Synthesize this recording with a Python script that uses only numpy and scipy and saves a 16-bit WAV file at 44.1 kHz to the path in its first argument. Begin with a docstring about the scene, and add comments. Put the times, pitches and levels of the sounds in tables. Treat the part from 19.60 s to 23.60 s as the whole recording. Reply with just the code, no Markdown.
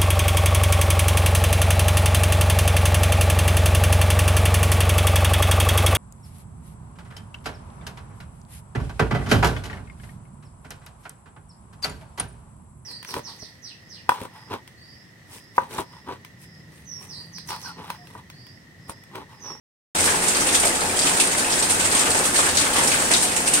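"""Heavy rain from under the eaves of a tiled roof, heard by two spaced microphones bright near 8.5 kHz.
After a third of a second of silence the rain cuts in: countless far impacts merge into a wash, nearer
ones patter and tick, roofs drum at their resonances and tiny bubbles ring. From just after that to the
end, gobs of runoff smack on wet ground and burst into spray, or plop into puddles. The rain eases near
1.3 s and is strongest near 3.25 s; moving air rumbles faintly beneath it."""
import sys
import numpy as np
from scipy import signal
from scipy.fft import rfft, irfft, next_fast_len
from scipy.io import wavfile

SR = 44100
rng = np.random.default_rng(int(sys.argv[2]) if len(sys.argv) > 2 else 0)


def inscribe(sig):
    """Save sig as 16-bit PCM at rate SR to the path in sys.argv[1].

    A 1-D sig is mono; a 2-D sig holds one channel per row.
    Samples are clipped to [-1, 1] before scaling.
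    """
    pcm = np.round(np.clip(np.atleast_2d(sig).T, -1, 1) * 32767)
    wavfile.write(sys.argv[1], SR, pcm.astype(np.int16))


N = 176400
TIME = np.arange(N) / SR

# Large gobs striking the ground. Each row: start in seconds, spray level in dB, slap level in dB,
# slap frequency in Hz, rise time in seconds, left minus right level in dB.
GROUND_GOBS = [(.438, -22, -31, 4500, 0.0045, -2), (.682, -19.5, -34, 3480, .0007, -1),
               (.745, -38, -25, 4300, .0034, -1), (.886, -45, -26.5, 2740, 0.0037, 0),
               (.9455, -17.5, -19.5, 4600, 0.0026, 1), (.998, -18.5, -45, 2500, .0011, 0),
               (1.049, -19.5, -32, 5200, .0028, 0), (1.205, -30, -30, 4300, 0.0034, 0),
               (1.388, -24, -25, 4280, 0.0033, 2), (1.415, -38, -25, 4550, 0.0031, -3),
               (1.46, -25, -24, 3000, 0.012, 1), (1.598, -17, -19, 3300, 0.0031, -1.5),
               (1.923, -35, -23.5, 4300, 0.0021, 1), (1.986, -24, -31, 4500, 0.0036, 1),
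               (2.023, -23, -24, 3700, 0.0032, -1), (2.095, -22, -30, 3100, 0.0039, -1),
               (2.205, -32, -31, 3320, 0.0096, -3), (2.345, -20.5, -26.5, 2880, 0.0067, 0),
               (2.39, -20.5, -25.5, 4450, 0.0036, 1), (2.502, -21.5, -38, 4500, .001, -1),
               (2.545, -25, -32, 4500, .003, -2), (2.649, -22, -41, 2780, 0.0046, 0),
               (2.757, -25, -25, 4030, .006, 0), (2.888, -36, -26.5, 3650, 0.0037, 0),
               (2.9703, -25, -17.5, 5340, 0.00059, 3), (2.986, -25, -28, 5000, 0.0035, 5),
               (3.008, -23, -23.5, 3300, 0.0061, 3), (3.158, -24, -23, 2630, 0.0085, -1),
               (3.271, -19.5, -25.5, 4900, 0.0034, 0), (3.315, -34, -22, 2950, 0.003, 1.5),
               (3.35, -33, -31, 3900, .004, 0), (3.509, -21.5, -20.5, 2270, 0.0065, -1),
               (3.535, -22, -17, 4500, 0.0017, 1.5), (3.563, -28, -25, 4950, 0.003, 1),
               (3.621, -18, -31, 5200, 0.0099, 1), (3.763, -21.5, -27.5, 2580, 0.0018, 0),
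               (3.872, -20, -27, 2390, 0.005, 0), (3.934, -15.5, -25, 3570, 0.0043, 1)]
# Gobs landing in puddles. Each row: start in seconds, level in dB, centre frequency in Hz.
PUDDLE_GOBS = [(.474, -19.5, 1250), (.53, -25.5, 730), (.942, -28, 1200), (1.032, -22, 860),
               (1.065, -26.5, 520), (1.215, -24.5, 670), (1.456, -26, 1190), (1.59, -30, 910),
               (1.875, -29, 820), (2.087, -36, 1300), (2.352, -25, 1140), (2.408, -23.5, 1340),
               (2.465, -25, 1110), (2.545, -23, 660), (2.595, -27, 500), (2.645, -29, 1320),
               (2.785, -24, 1010), (2.822, -24.5, 1200), (2.862, -23.5, 1280), (3.061, -25, 1520),
               (3.155, -24, 1090), (3.182, -22.5, 1070), (3.214, -26, 1000), (3.318, -29, 1400),
               (3.505, -27, 715)]
# Strength of the rain and the lesser runoff. Each row: time in seconds, gain in dB.
RAIN_STRENGTH = [(.35, 0.5), (.5, 1.5), (.63, -0.5), (.8, 2), (1.05, -1), (1.3, -3), (1.5, 1.5), (1.72, 0),
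                 (2.2, 0), (2.4, 1), (2.62, -0.5), (2.73, -1), (2.85, 0.5), (3.0, -0.5), (3.25, 2.5),
                 (3.5, 1.5), (3.7, -2), (4, -1.5)]
# Spectra of the far, nearer and closest drops. Each row: frequency in Hz, relative level in dB.
WASH_SPECTRUM = [(25, -12), (60, -9), (130, -9), (200, -4), (320, -2), (600, -5), (900, -3), (1150, -3),
                 (2000, -5), (3500, -8.5), (6000, -8), (10000, -5), (15500, -20)]
PATTER_SPECTRUM = [(60, -14.5), (150, -4), (280, 2), (550, 4), (850, 2), (1150, -6.5), (1800, 0.5),
                   (3000, -11.5), (6000, -26), (15500, -3)]
TICK_SPECTRUM = [(300, -17), (1500, 7.5), (3000, -12), (6000, -23), (9500, 4), (12000, -12), (15500, -7)]
# Normal modes of the roofs. Each row: frequency in Hz, bandwidth in Hz, level in dB.
ROOF_RESONANCES = [(88.8, 8.8, -46.5), (143.7, 13, -50.5), (182.3, 18.6, -46.5), (249.7, 23, -45.5),
                   (296.6, 20, -43.5), (365, 7.2, -45.5), (499, 105, -41), (730.6, 24, -44),
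                   (867, 58, -40.5), (1102, 22, -52), (1560, 13, -45.5), (1757, 45, -46.5), (2593, 66, -45)]
# Swell of the lowest roof mode. Each row: time in seconds, gain in dB.
LOWEST_MODE_SWELL = [(.4, 0.5), (.8, -3.5), (1.25, 1.5), (1.6, -10), (2.1, 4), (2.4, -1), (2.9, 4.5),
                     (3.3, -3), (3.7, -2.5)]
# Spectrum of air moving over the microphones. Each row: frequency in Hz, relative level in dB.
DRAUGHT_SPECTRUM = [(20, 3), (45, 4), (90, -7), (160, -13), (300, -25), (1000, -41)]
# Balance curve, of which each side takes a share. Each row: frequency in Hz, leftward bias in dB.
LEFT_BIAS = [(60, 4.5), (130, 0), (300, 3), (700, 3), (2500, 1), (5000, 1), (8500, -2.7), (15000, -2)]
# Frequency response of the microphones. Each row: frequency in Hz, gain in dB.
MICROPHONE_RESPONSE = [(4000, 2.5), (6000, 2.5), (7300, 4), (8500, 8), (9400, 5), (10400, -5),
                       (12000, -4.5), (15000, -8)]

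MIC_DELAY_S = .00044  # longest travel time between the two microphones
SPRAY_Q, SLAP_Q, BROAD_Q = 1.76, 1.2, 0.61
SPRAY_HZ, SMACK_HZ = 9050, 5720
HARD_SLAP_DB, HARD_SMACK_DB = -17.5, -22  # slap and smack of a hard gob


def runoff(gobs, fall_s):
    """Impact of a liquid on a solid: each gob smacks the ground, slaps outward and breaks into spray."""
    out = np.zeros((2, N))
    for start_s, spray_db, slap_db, slap_hz, rise_s, pan_db in gobs:
        hardness_db = slap_db - HARD_SLAP_DB
        own_fall_s = fall_s * from_db(-max(hardness_db, 0))  # the hardest spend their water sooner
        smack = splash(SMACK_HZ, BROAD_Q, rise_s, fall_s=0.01, per_s=5600, tail_share=0)
        smack *= from_db(HARD_SMACK_DB + hardness_db)
        spray = from_db(spray_db) * splash(SPRAY_HZ, SPRAY_Q, rise_s, own_fall_s, per_s=4500)
        slap = from_db(slap_db) * splash(slap_hz, SLAP_Q, rise_s, own_fall_s, per_s=6000)
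        add(out, start_s, from_db([[pan_db / 2], [-pan_db / 2]]) * (smack + spray + slap))
    return low_pass(out, hz=13000)


def lesser_gobs(count=150, per_s=26, spray_db=-27.5, slap_db=-31.5, spread_db=3,
                slap_hz=3280, spread_octaves=0.71, rise_s=0.011):
    """Random scatter in timing, force and pitch gives the lesser gobs, in rows like GROUND_GOBS."""
    starts = np.cumsum(rng.uniform(.1, 1.9, count)) / per_s
    return [(start_s, spray_db + spread_db * force, slap_db + spread_db * (force + slap) / 2,
             slap_hz * 2 ** (spread_octaves * pitch), rise_s, pan_db)
            for start_s, (force, slap, pitch, pan_db) in zip(starts, rng.standard_normal((count, 4)))]


def puddles():
    """Impact on standing water: the splash is duller, its energy lying at lower frequencies."""
    out = np.zeros((2, N))
    for start_s, db, hz in PUDDLE_GOBS:
        add(out, start_s, from_db(db) * splash(hz, BROAD_Q, rise_s=0.0032, fall_s=0.045, per_s=1800))
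    return low_pass(out, hz=3460)


def splash(hz, q, rise_s, fall_s, per_s, tail_share=0.47, tail_s=0.036):
    """Impulse excitation: a burst of droplets drives a broad band and a damped hollow near its pitch."""
    t = TIME[:SR // 6]
    droplets = drops(per_s, spread_db=-1.0, size=len(t))
    since_peak = np.maximum(t - rise_s, 0)
    fall = (1 - tail_share) * np.exp(-since_peak / fall_s)
    tail = tail_share * np.exp(-since_peak / tail_s)  # droplets landing again
    envelope = np.minimum(t / rise_s, 1) * (fall + tail)
    hollow_hz = hz * 2 ** (0.37 * rng.uniform(-1.05, 1))
    hollow = from_db(-5) * resonate(droplets, hollow_hz, q=9.9)
    return envelope * rms_one(resonate(droplets, hz, q) + hollow)


def rain(wash_swing_share=0.85):
    """Superposition: dense far impacts fuse into noise; sparser near drops and gobs stay distinct."""
    strength = from_db(np.interp(TIME, *np.transpose(RAIN_STRENGTH)))
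    wash = from_db(-27) * shower(WASH_SPECTRUM, per_s=25000, spread_db=2.5)
    patter = from_db(-31) * shower(PATTER_SPECTRUM, per_s=1500, spread_db=4.0)
    ticks = from_db(-38.5) * shower(TICK_SPECTRUM, per_s=700, spread_db=10.0)
    lesser_runoff = runoff(lesser_gobs(), fall_s=0.028)
    return strength ** wash_swing_share * wash + strength * (patter + ticks + lesser_runoff)


def shower(spectrum, per_s, spread_db):
    """Shot noise: a random stream of like impacts has the spectrum of a single one; unit power."""
    return rms_one(colour(drops(per_s, spread_db), spectrum))


def drops(per_s, spread_db, size=N):
    """Poisson impacts from all sides reach the two microphones at unequal times and levels; unit power."""
    hits = np.flatnonzero(rng.random(size) < per_s / SR)
    force_db = spread_db * np.minimum(rng.exponential(1, size), 4)
    force = (from_db(force_db) * rng.choice([-1, 1], size))[hits]
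    lag = np.round(rng.uniform(-1, 1, size) * MIC_DELAY_S * SR).astype(int)[hits]
    side_db = rng.standard_normal(size)[hits]
    left = np.bincount(hits, force * from_db(-side_db), size)
    right = np.bincount((hits + lag) % size, force * from_db(side_db), size)
    return rms_one(np.array([left, right]))


def roofs():
    """Forced vibration: drops keep the roof modes ringing; the lowest one swells and fades."""
    lowest, *higher = [from_db(db) * resonate(drops(per_s=900, spread_db=3.5), hz, hz / width_hz)
                       for hz, width_hz, db in ROOF_RESONANCES]
    swell = from_db(np.interp(TIME, *np.transpose(LOWEST_MODE_SWELL)))
    return lowest * swell + sum(higher)


def bubbles(count=2400, per_s=240, low_hz=1228, high_hz=10220, ring_cycles=120, glide=0.13):
    """Bubble resonance: air trapped by drops on water rings briefly, rising a little in pitch."""
    out = np.zeros((2, N))
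    starts = np.cumsum(rng.exponential(1, count)) / per_s
    for start_s, (pitch, faintness, side) in zip(starts, rng.random((count, 3))):
        if start_s < N / SR:
            hz = low_hz * (high_hz / low_hz) ** pitch
            delay_s = MIC_DELAY_S * np.array([[side], [1 - side]])
            cycles = hz * np.maximum(TIME[:SR // 25] - delay_s, 0)
            age = cycles / ring_cycles
            envelope = from_db(-4.0 * np.log(faintness + 0.028) - 60 * age)
            add(out, start_s, envelope * np.sin(2 * np.pi * cycles * (1 + glide * age)))
    return from_db(-39) * rms_one(out)


def draught():
    """Pressure fluctuations of moving air give each microphone a faint rumble of its own."""
    return from_db(-51.5) * rms_one(colour(rng.standard_normal((2, N)), DRAUGHT_SPECTRUM))


def resonate(x, hz, q):
    """Response of one damped resonator of quality factor q; unit power."""
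    resonator = signal.iirpeak(min(hz, .4 * SR), max(q, .5), fs=SR)
    return rms_one(signal.lfilter(*resonator, x + 1e-18))


def colour(x, curve, share=1):
    """Minimum-phase filtering by a curve of frequency in Hz and gain in dB, the dB scaled by share."""
    size = next_fast_len(N + SR // 4, True) * 2
    hz, db = np.transpose(curve)
    bin_hz = np.maximum(np.arange(size // 2 + 1) * SR / size, 1)
    gain = from_db(share * np.interp(np.log(bin_hz), np.log(hz), db))
    cepstrum = irfft(np.log(gain))
    cepstrum[1:size // 2] *= 2  # folding onto positive time makes the filter causal
    cepstrum[size // 2 + 1:] = 0
    return irfft(rfft(x, size) * np.exp(rfft(cepstrum)))[..., :N]


def low_pass(x, hz):
    """Second-order attenuation above a corner frequency."""
    return signal.sosfilt(signal.butter(2, hz, fs=SR, output="sos"), x + 1e-18)


def add(out, start_s, sound):
    """Superpose a sound from its start time on."""
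    i = int(start_s * SR)
    out[:, i:i + sound.shape[1]] += sound[:, :max(N - i, 0)]


def from_db(db):
    """Amplitude ratio of a level in decibels."""
    return 10 ** (np.asarray(db) / 20)


def rms_one(x):
    """Normalisation to unit power."""
    return x / np.sqrt(np.mean(x ** 2) + 1e-20)


def scene():
    """Sound pressures add; level differences place the low sounds to the left, the spray to the right."""
    air = draught()
    left, right = roofs() + bubbles() + puddles() + runoff(GROUND_GOBS, fall_s=0.027) + rain()
    return air + np.array([colour(left, LEFT_BIAS, share=0.26), colour(right, LEFT_BIAS, share=-0.3)])


def record(dry, start_s=.347, fade_in_s=0.0051, cutoff_hz=15700):
    """Transduction: the microphones colour the sound, which cuts in, is clipped and is band-limited."""
    gate = np.clip((TIME - start_s) / fade_in_s, 0, 1)
    heard = colour(dry, MICROPHONE_RESPONSE) * gate
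    top_cut = signal.ellip(12, .1, 90, cutoff_hz, fs=SR, output="sos")
    return signal.sosfilt(top_cut, np.clip(heard, -1, 1))


dry = scene()
out = record(dry)
inscribe(out)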